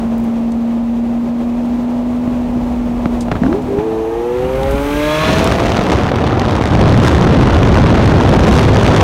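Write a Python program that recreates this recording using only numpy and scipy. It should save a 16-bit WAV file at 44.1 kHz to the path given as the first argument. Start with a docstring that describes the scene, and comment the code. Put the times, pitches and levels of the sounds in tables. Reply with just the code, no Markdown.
"""On a highway, beside an open car window: a low engine drone near 240 Hz, then a twelve-cylinder sports car.
It drops gears with a blip and pops, howls past and pulls away; the wind grows in steps to overload.
Engine: rounded orders of the twelve-firing cycle plus gas rasp, set by throttle, view and distance.
Drone: a few harmonics. Tyres, wake and wind: shaped noise. Pops, ticks, bursts and slaps: short and decaying."""
import sys
import numpy as np
from scipy import signal
from scipy.fft import rfft, irfft, next_fast_len
from scipy.io import wavfile
from scipy.ndimage import uniform_filter1d, minimum_filter1d

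SR = 44100
rng = np.random.default_rng(int(sys.argv[2]) if len(sys.argv) > 2 else 0)


def transcribe(u):
    """Save the signal u as a 16-bit wav file named by the first command-line argument.

    u: samples, shape (n,) or (channels, n), limited to [-1, 1]; the rate is SR.
    q: integer samples, one column per channel.
    """
    v = np.clip(np.atleast_2d(u).T, -1, 1)
    q = np.round(v * 32767).astype(np.int16)
    wavfile.write(sys.argv[1], SR, q)


N = 398223
T = np.arange(N) / SR


def amp(db):
    """Decibels to gain."""
    return 10 ** (np.asarray(db) / 20)


def unit(x):
    """Scales to an rms of one."""
    return x / np.sqrt(np.mean(x ** 2) + 1e-20)


def curve(rows):
    """Interpolates each column of a timed table to every sample."""
    time_s, *columns = np.transpose(rows)
    return [np.interp(T, time_s, column) for column in columns]


def read(spectrum, hz):
    """Gain of a spectrum table at given frequencies, linear in dB over log frequency."""
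    table_hz, db = np.transpose(spectrum)
    return amp(np.interp(np.log(hz + 1), np.log(table_hz), db))


def colour(x, spectrum):
    """Filters a sound by a spectrum table, at unit rms."""
    size = next_fast_len(N + 4096)
    gain = read(spectrum, np.fft.rfftfreq(size, 1 / SR))
    return unit(irfft(rfft(x, size) * gain, size)[:N])


def white():
    """Plain noise."""
    return rng.standard_normal(N)


def wander(hz):
    """Low-passed noise at unit rms: random drift up to a given rate."""
    sos = signal.butter(2, hz, fs=SR, output="sos")
    return unit(signal.sosfilt(sos, rng.standard_normal(N + SR))[SR:])


def band(size, hz, spread):
    """Noise from hz / spread to hz * spread, near unit rms."""
    sos = signal.butter(2, [hz / spread, hz * spread], "bandpass", fs=SR, output="sos")
    # the first second lets the filter settle
    return unit(signal.sosfilt(sos, rng.standard_normal(size + SR)))[SR:]


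def ring(hz, rise_s):
    """Damped sine whose envelope peaks at rise_s."""
    t = T[:4096]
    u = t / rise_s
    return np.sin(2 * np.pi * hz * t) * u * np.exp(1 - u)


def ramp(start_s, rise_s):
    """Goes from 0 to 1 and stays there."""
    return np.clip((T - start_s) / rise_s, 0, 1)


def bump(at_s, width_s):
    """Swells from 0 to 1 and back."""
    return np.exp(-((T - at_s) / width_s) ** 2)


def nearness(nearest_s, cover_s):
    """Inverse-square level in dB of a steady pass, 0 at nearest; it covers its nearest distance in cover_s."""
    return -10 * np.log10(1 + ((T - nearest_s) / cover_s) ** 2)


def add(mix, start_s, sound):
    """Lays a sound into the mix."""
    part = mix[round(start_s * SR):][:len(sound)]
    part += sound[:len(part)]


# tyre noise spectrum: freq_hz, density_db
ROAD_SPECTRUM = [(25, -27.5), (45, 10), (100, -4.5), (250, 3), (420, -2.5), (620, -1), (1000, -8.5),
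                 (1500, -20.5), (2500, -23.5), (4000, -30.5), (5000, -34.5), (6500, -35.5), (10500, -44),
                 (15500, -45)]
# tyre noise: time_s, level_db
TYRE_LEVEL = [(0, -24), (.8, -26.5), (3.5, -23), (4.3, -28.5), (9, -41)]


def tyres():
    """Tyres on asphalt: shaped noise with slight level wander."""
    return colour(white(), ROAD_SPECTRUM) * amp(curve(TYRE_LEVEL)[0] + 0.93 * wander(11))


# torn-air spectrum: freq_hz, density_db
HISS_SPECTRUM = [(2000, -19.5), (5500, -12), (8000, 8.5), (10400, 3), (12000, 7.5), (16000, 2.5)]


def wake(peak_db=-40, steepness=1.73):
    """Air torn by the passing body: hiss that rises and falls with its distance."""
    return colour(white(), HISS_SPECTRUM) * amp(peak_db + steepness * nearness(nearest_s=5.04, cover_s=0.34))


# steps into the slipstream: start_s, rise_s, buffeting_db, turbulence_db, brightness_db
EXPOSURE_STEPS = [(4.22, 0.16, -31.5, -45, -5), (5.22, 0.069, -20, -25, 3), (6.69, 0.032, -10, -23.5, -2)]
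# passing gusts and lulls: centre_s, width_s, buffeting_db, turbulence_db, brightness_db
GUSTS_AND_LULLS = [(.05, .45, -34.5, -64, 0), (2.55, 0.49, -32, -57, 1), (3.45, 0.37, -25, -49, -7),
                   (4.63, .17, -26, -39, -23), (5.37, 0.14, -18, -25.5, 8.5), (6.25, 0.27, -18, -28.5, -9),
                   (7.08, 0.13, -10.5, -24, 5), (8.58, 0.22, -9, -21.5, 6), (8.98, 0.2, -11, -20.5, 1.5)]


def airflow():
    """Buffeting, turbulence and brightness drives in dB: steps hold, gusts pull to their values and let go."""
    sheltered_db = (-40.5, -60, 0)
    state = np.outer(sheltered_db, np.ones(N))
    for shape, rows in (ramp, EXPOSURE_STEPS), (bump, GUSTS_AND_LULLS):
        for at_s, length_s, *target_db in rows:
            state = state + shape(at_s, length_s) * (np.array(target_db)[:, None] - state)
    return state


# wind spectra, low to high: freq_hz, density_db
BUFFET_SPECTRUM = [(20, -23), (40, -8.5), (70, 2.5), (130, 0.5), (220, -6), (400, -14.5), (800, -24.5),
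                   (2000, -74)]
ROAR_SPECTRUM = [(60, -45), (150, 3), (270, 3), (500, -0.5), (1000, -6.5), (1600, -15.5), (3000, -36),
                 (6000, -83)]
CRACKLE_SPECTRUM = [(400, -3.5), (1200, 4), (2000, 1), (3500, -3.5), (5000, -13), (6500, -19),
                    (7700, -28.5), (9500, -29), (10500, -48), (16000, -46)]
SIZZLE_SPECTRUM = [(3000, -4), (6000, 4.5), (9500, -6.5), (10600, -8), (15500, -16)]


def wind(impulses_per_s=2400):
    """Large eddies thump the microphone; small ones roar and tear in short bursts."""
    buffet_db, turbulence_db, bright_db = airflow()
    eddies = wander(138)
    pressure = colour(white(), BUFFET_SPECTRUM)
    # tears hardest at pressure peaks, lulls between eddies
    tearing_db = 3.7 * eddies + 3.2 * wander(600) + 1.5 * pressure + wander(12)
    # tiny vortices at the microphone port
    impulses = rng.choice([-1., 1.], N) * (rng.random(N) < impulses_per_s / SR)
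    grain = .9 * unit(impulses) + .45 * white()
    buffet = pressure * amp(buffet_db + 2.5)
    roar = colour(white() * amp(3.7 * eddies), ROAR_SPECTRUM) * amp(turbulence_db - 0.1 * bright_db + 11.5)
    crackle = colour(grain * amp(tearing_db), CRACKLE_SPECTRUM) * amp(turbulence_db + 0.95)
    # stronger tearing contrast: the sharpest bursts dominate the treble
    sizzle = colour(grain * amp(1.65 * tearing_db), SIZZLE_SPECTRUM) * amp(turbulence_db + bright_db - 18)
    return buffet + roar + crackle + sizzle


# air throbs in the open window: centre_s, width_s, peak_db
WINDOW_THROBS = [(2.8, 0.4, -25), (4.78, 0.3, -21)]


def window_throbs():
    """Slow throbs of air in the open window: swells of narrow noise near 49 Hz."""
    swell = sum(amp(db) * bump(centre_s, width_s) for centre_s, width_s, db in WINDOW_THROBS)
    return band(N, 49, spread=1.25) * swell


# short noise bursts within the wind: start_s, level_db
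WIND_BURSTS = [(5.838, -17), (6.159, -20), (6.396, -13.5), (8.059, -13), (8.511, -16)]


def wind_bursts(centre_hz=3170, decay_s=0.0014):
    """Short noise bursts within the wind: band noise with a fast exponential decay."""
    out, t = np.zeros(N), T[:1024]
    for start_s, db in WIND_BURSTS:
        add(out, start_s, amp(db) * band(len(t), centre_hz, spread=1.5) * np.exp(-t / decay_s))
    return out


# single gusts: start_s, drive_db
GUST_SLAPS = [(2.559, -10.5), (4.437, -13), (4.731, -11), (4.799, -19), (4.934, -14)]


def gust_slaps():
    """Gusts slap the microphone: a damped 150 Hz swing and a 30 ms noise swell."""
    out = np.zeros(N)
    swell = np.hanning(round(.03 * SR))
    for start_s, db in GUST_SLAPS:
        add(out, start_s, amp(db - 4) * ring(150, rise_s=.003))
        add(out, start_s, amp(db - 6) * swell * unit(band(len(swell), 190, spread=1.8)))
    return out


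# ticks and grit: start_s, level_db, centre_hz, decay_s
GRIT_TICKS = [(.18, -38, 10900, .004), (.2, -41, 10000, .003), (.239, -44, 12000, .012),
              (.519, -36, 4970, 0.0041), (3.207, -31, 5200, 0.014), (3.62, -43, 5430, .01),
              (4.632, -20.5, 2520, 0.0027), (4.71, -33, 9100, 0.007), (5.4435, -10, 5860, 0.00081)]


def ticks():
    """Small ticks and grit near the microphone: decaying noise bursts."""
    out, t = np.zeros(N), T[:4096]
    for start_s, db, centre_hz, decay_s in GRIT_TICKS:
        add(out, start_s, amp(db) * band(len(t), centre_hz, spread=1.67) * np.exp(-t / decay_s))
    return out


# low engine drone: time_s, pitch_hz, level_db
DRONE_NOTE = [(0.0, 229.5, -16), (0.93, 234.1, -15.5), (2.24, 244.1, -16.5), (3.24, 238.6, -18),
              (3.4, 233, -29), (3.63, 253.7, -21.5), (3.77, 246, -25), (3.9, 248, -48)]
# drone harmonics: multiple, relative_db
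DRONE_HARMONICS = [(1, 10.5), (2, -29), (3, -50)]


def drone():
    """Low engine drone near 240 Hz: almost a pure tone, with slight random drift of phase and level."""
    pitch_hz, level_db = curve(DRONE_NOTE)
    phase = 2 * np.pi * np.cumsum(pitch_hz) / SR + 0.096 * wander(25)
    tone = sum(amp(db) * np.cos(multiple * phase) for multiple, db in DRONE_HARMONICS)
    return unit(tone) * amp(level_db + 0.61 * wander(20))


# exhaust pops: start_s, crack_db, crack_hz, decay_s, thump_db (levels are drives)
EXHAUST_POPS = [(2.275, -20, 1150, 0.0016, -5), (3.057, -5.5, 1020, 0.002, 6),
                (3.283, -15, 900, 0.002, -15), (3.315, -9, 1290, 0.004, -25),
                (3.3178, -36, 2100, 0.0033, -3), (3.325, -17, 1500, 0.001, -9),
                (3.353, -17, 1250, 0.0035, -7), (3.363, -20, 1080, 0.0062, -15),
                (3.435, -11, 1570, 0.00086, -10), (3.464, -15, 1440, 0.0012, -13),
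                (3.528, -13.5, 1400, 0.0013, -16), (3.785, -28, 1364, 0.017, -1.5)]


def pops(thump_hz=205, blast_hz=650):
    """Unburnt fuel cracks in the exhaust, spits gas, then thumps the pipe."""
    out, t = np.zeros(N), T[:4096]
    for start_s, crack_db, crack_hz, decay_s, thump_db in EXHAUST_POPS:
        envelope = np.exp(-t / decay_s) * (1 - np.exp(-t * crack_hz))
        gas = band(len(t), crack_hz, spread=1.7) * envelope
        crack = ring(crack_hz, rise_s=.7 / crack_hz)
        add(out, start_s, amp(crack_db) * .8 * (crack + gas))
        add(out, start_s + 0.0011, amp(crack_db + 2.5) * ring(blast_hz, rise_s=0.00061))
        add(out, start_s + 0.0021, amp(thump_db - 2) * ring(thump_hz, rise_s=0.0014))
    return out


# revs through the downshift: time_s, firing_hz
DOWNSHIFT_REVS = [(3.39, 228), (3.43, 240), (3.48, 275), (3.57, 420), (3.7, 396), (3.77, 404), (3.84, 443)]


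def firing_rate(pull_s=4.05, climb_hz_per_s=171, drag_s=5.7):
    """Revs flare for the downshift, then climb ever more slowly against drag."""
    pulled_s = np.maximum(T - pull_s, 0)
    return curve(DOWNSHIFT_REVS)[0] + climb_hz_per_s * drag_s * (1 - np.exp(-pulled_s / drag_s))


# a blip, then flat out: opens_s, opening_s, shuts_s, gain_db, surge_db
THROTTLE_PRESSES = [(3.4, 0.017, 3.572, 3, 6.5), (3.645, 0.1, 6.5, 0, 3.5)]


def throttle(surge_s=0.074, release_s=0.024):
    """Engine gain: each press opens with a surge, holds and is released."""
    gain = np.zeros(N)
    for opens_s, opening_s, shuts_s, db, surge_db in THROTTLE_PRESSES:
        surge = surge_db * bump(opens_s + opening_s, surge_s)
        release = np.exp(-np.maximum(T - shuts_s, 0) / release_s)
        gain += amp(db + surge) * ramp(opens_s, opening_s) * release
    return gain


# view of the car: time_s, share_from_behind_0_to_1
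REAR_VIEW = [(4.5, 0.37), (4.85, 0.38), (5.08, 0.89)]


def rear_view():
    """Share of the sound heard from behind rather than from the side."""
    return curve(REAR_VIEW)[0]


def tailpipe(peak_db, steepness, fade_db_per_s, nearest_s=5.29, cover_s=0.24):
    """Distance level in dB of upper exhaust sound: grows to nearest, fades fast once the pipe is ahead."""
    return peak_db + steepness * nearness(nearest_s, cover_s) - fade_db_per_s * np.maximum(T - nearest_s, 0)


# one swell or dip each: order, side_db, rear_db, swell_at_s, swell_db, swell_width_s
LOW_ORDER_LEVELS = [(6, -35, -33.5, 4.97, 16, 0.32), (9, -21, -25.5, 4.4, 3.5, 0.11),
                    (12, -20.5, -17, 4.9, -10.5, 0.093)]


def low_orders(cycle, in_gear, load_db, leaving_s=4.89, rough_free=0.71, rough_in_gear=0.068):
    """Firing tone (order 12) and lower orders, chopped by uneven combustion."""
    behind = rear_view()
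    away_db = nearness(leaving_s, cover_s=0.36) * (T > leaving_s)
    low = np.zeros(N)
    for order, side_db, rear_db, swell_at_s, swell_db, width_s in LOW_ORDER_LEVELS:
        db = side_db + behind * (rear_db - side_db) + swell_db * bump(swell_at_s, width_s) + away_db
        # only the firing tone keeps its level unloaded
        db += load_db * (order != 12)
        low += np.sqrt(2) * amp(db + 1.1 * wander(25)) * np.cos(order * cycle)
    roughness = rough_free + in_gear * (rough_in_gear - rough_free)
    # once per crank turn, plus random
    return low * (1 + roughness * (np.cos(2 * cycle) + wander(130)) / 2)


# upper orders, phase uses the rounded order: order, side_db, rear_db
OVERTONE_LEVELS = [(3, -20, 1.5), (15, -4, -21), (17.9, -7, -7), (21, -16, 2), (21.7, -4, -23),
                   (23.8, -11.5, -2.5), (27, -9, -14), (30, -7, -19.5), (33, -17, -4.5), (42, -21, -11),
                   (45, -30, -22), (48, -20, -10), (66, -28, -4.5), (77.7, -39, -8)]


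def overtones(cycle, cycle_hz, pipe_hz=820, pipe_width_hz=45, pipe_db=9):
    """Fluttering cycle orders, each swelling as it climbs through the pipe resonance."""
    behind = rear_view()
    # sound bent round the body flutters more than direct tailpipe sound
    flutter_depth_db, jitter_rad = 4 - 1.8 * behind, .55 - .35 * behind
    high = np.zeros(N)
    for order, side_db, rear_db in OVERTONE_LEVELS:
        boost_db = pipe_db / (1 + ((order * cycle_hz - pipe_hz) / pipe_width_hz) ** 2)
        db = side_db + behind * (rear_db - side_db) + boost_db + flutter_depth_db * wander(13)
        jitter = jitter_rad * max(1, order / 24) * wander(30)
        high += amp(db) * np.cos(round(order) * cycle + jitter + 2 * np.pi * rng.random())
    return high


# exhaust gas spectrum: freq_hz, density_db
RASP_SPECTRUM = [(200, -22), (700, -7), (1200, 4), (1900, 1), (2400, 4), (2900, -1.5), (3600, -3),
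                 (4900, -12), (6200, -7), (8000, -19), (10500, -18), (16000, -38)]


def rasp(cycle, mean_cycle_hz):
    """Gas noise pulsing six times a cycle, plus weak lines because no two cylinders fire alike."""
    orders = np.arange(10, 110)
    lines = np.zeros(2049, complex)
    phases = np.exp(2j * np.pi * rng.random(len(orders)))
    lines[orders] = read(RASP_SPECTRUM, orders * mean_cycle_hz) * phases
    # one cycle's waveform, played at the cycle phase
    shape = unit(irfft(lines))
    uneven = np.interp(cycle / (2 * np.pi), np.arange(len(shape)) / len(shape), shape, period=1)
    gas = colour(white() * (1 + .6 * np.cos(6 * cycle)), RASP_SPECTRUM)
    return .68 * gas + .62 * uneven * amp(2.4 * wander(40))


def engine(bite_s=3.77, bite_takes_s=0.069, unloaded_db=-4.5):
    """Twelve firings a cycle; until the clutch bites it stumbles and all but its firing tone is weaker."""
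    cycle_hz = firing_rate() / 12
    cycle = 2 * np.pi * np.cumsum(cycle_hz) / SR + .008 * wander(50)
    in_gear = ramp(bite_s, bite_takes_s)
    load_db = unloaded_db * (1 - in_gear)
    overtone_db = tailpipe(peak_db=-18.5, steepness=0.6, fade_db_per_s=55) + load_db
    rasp_db = tailpipe(peak_db=-21, steepness=1.35, fade_db_per_s=17) + load_db
    mean_cycle_hz = np.average(cycle_hz, weights=in_gear * amp(rasp_db))
    low = low_orders(cycle, in_gear, load_db)
    high = 0.68 * amp(overtone_db) * overtones(cycle, cycle_hz)
    return throttle() * (low + high + amp(rasp_db) * rasp(cycle, mean_cycle_hz))


def scene():
    """Sums all sources at one microphone; the engine is released at 6.5 s and fades out."""
    air = wind() + window_throbs() + wind_bursts() + gust_slaps()
    in_earshot = 1 - ramp(6.5, .7)
    engines = drone() + pops() + in_earshot * engine()
    return (tyres() + wake() + air + ticks() + engines)[None]


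def record(dry, ceiling=0.8, edge_hz=15800):
    """A fast limiter holds the peaks under a ceiling; then a low-pass sets the band limit."""
    room = np.minimum(1, ceiling / (abs(dry) + 1e-9))
    # 90 samples: about 2 ms
    gain = uniform_filter1d(minimum_filter1d(room, size=90), size=90)
    lowpass = signal.firwin(511, edge_hz, window=("kaiser", 9), fs=SR)
    return signal.oaconvolve(dry * gain, lowpass[None], "same")


dry = scene()
out = record(dry)
transcribe(out)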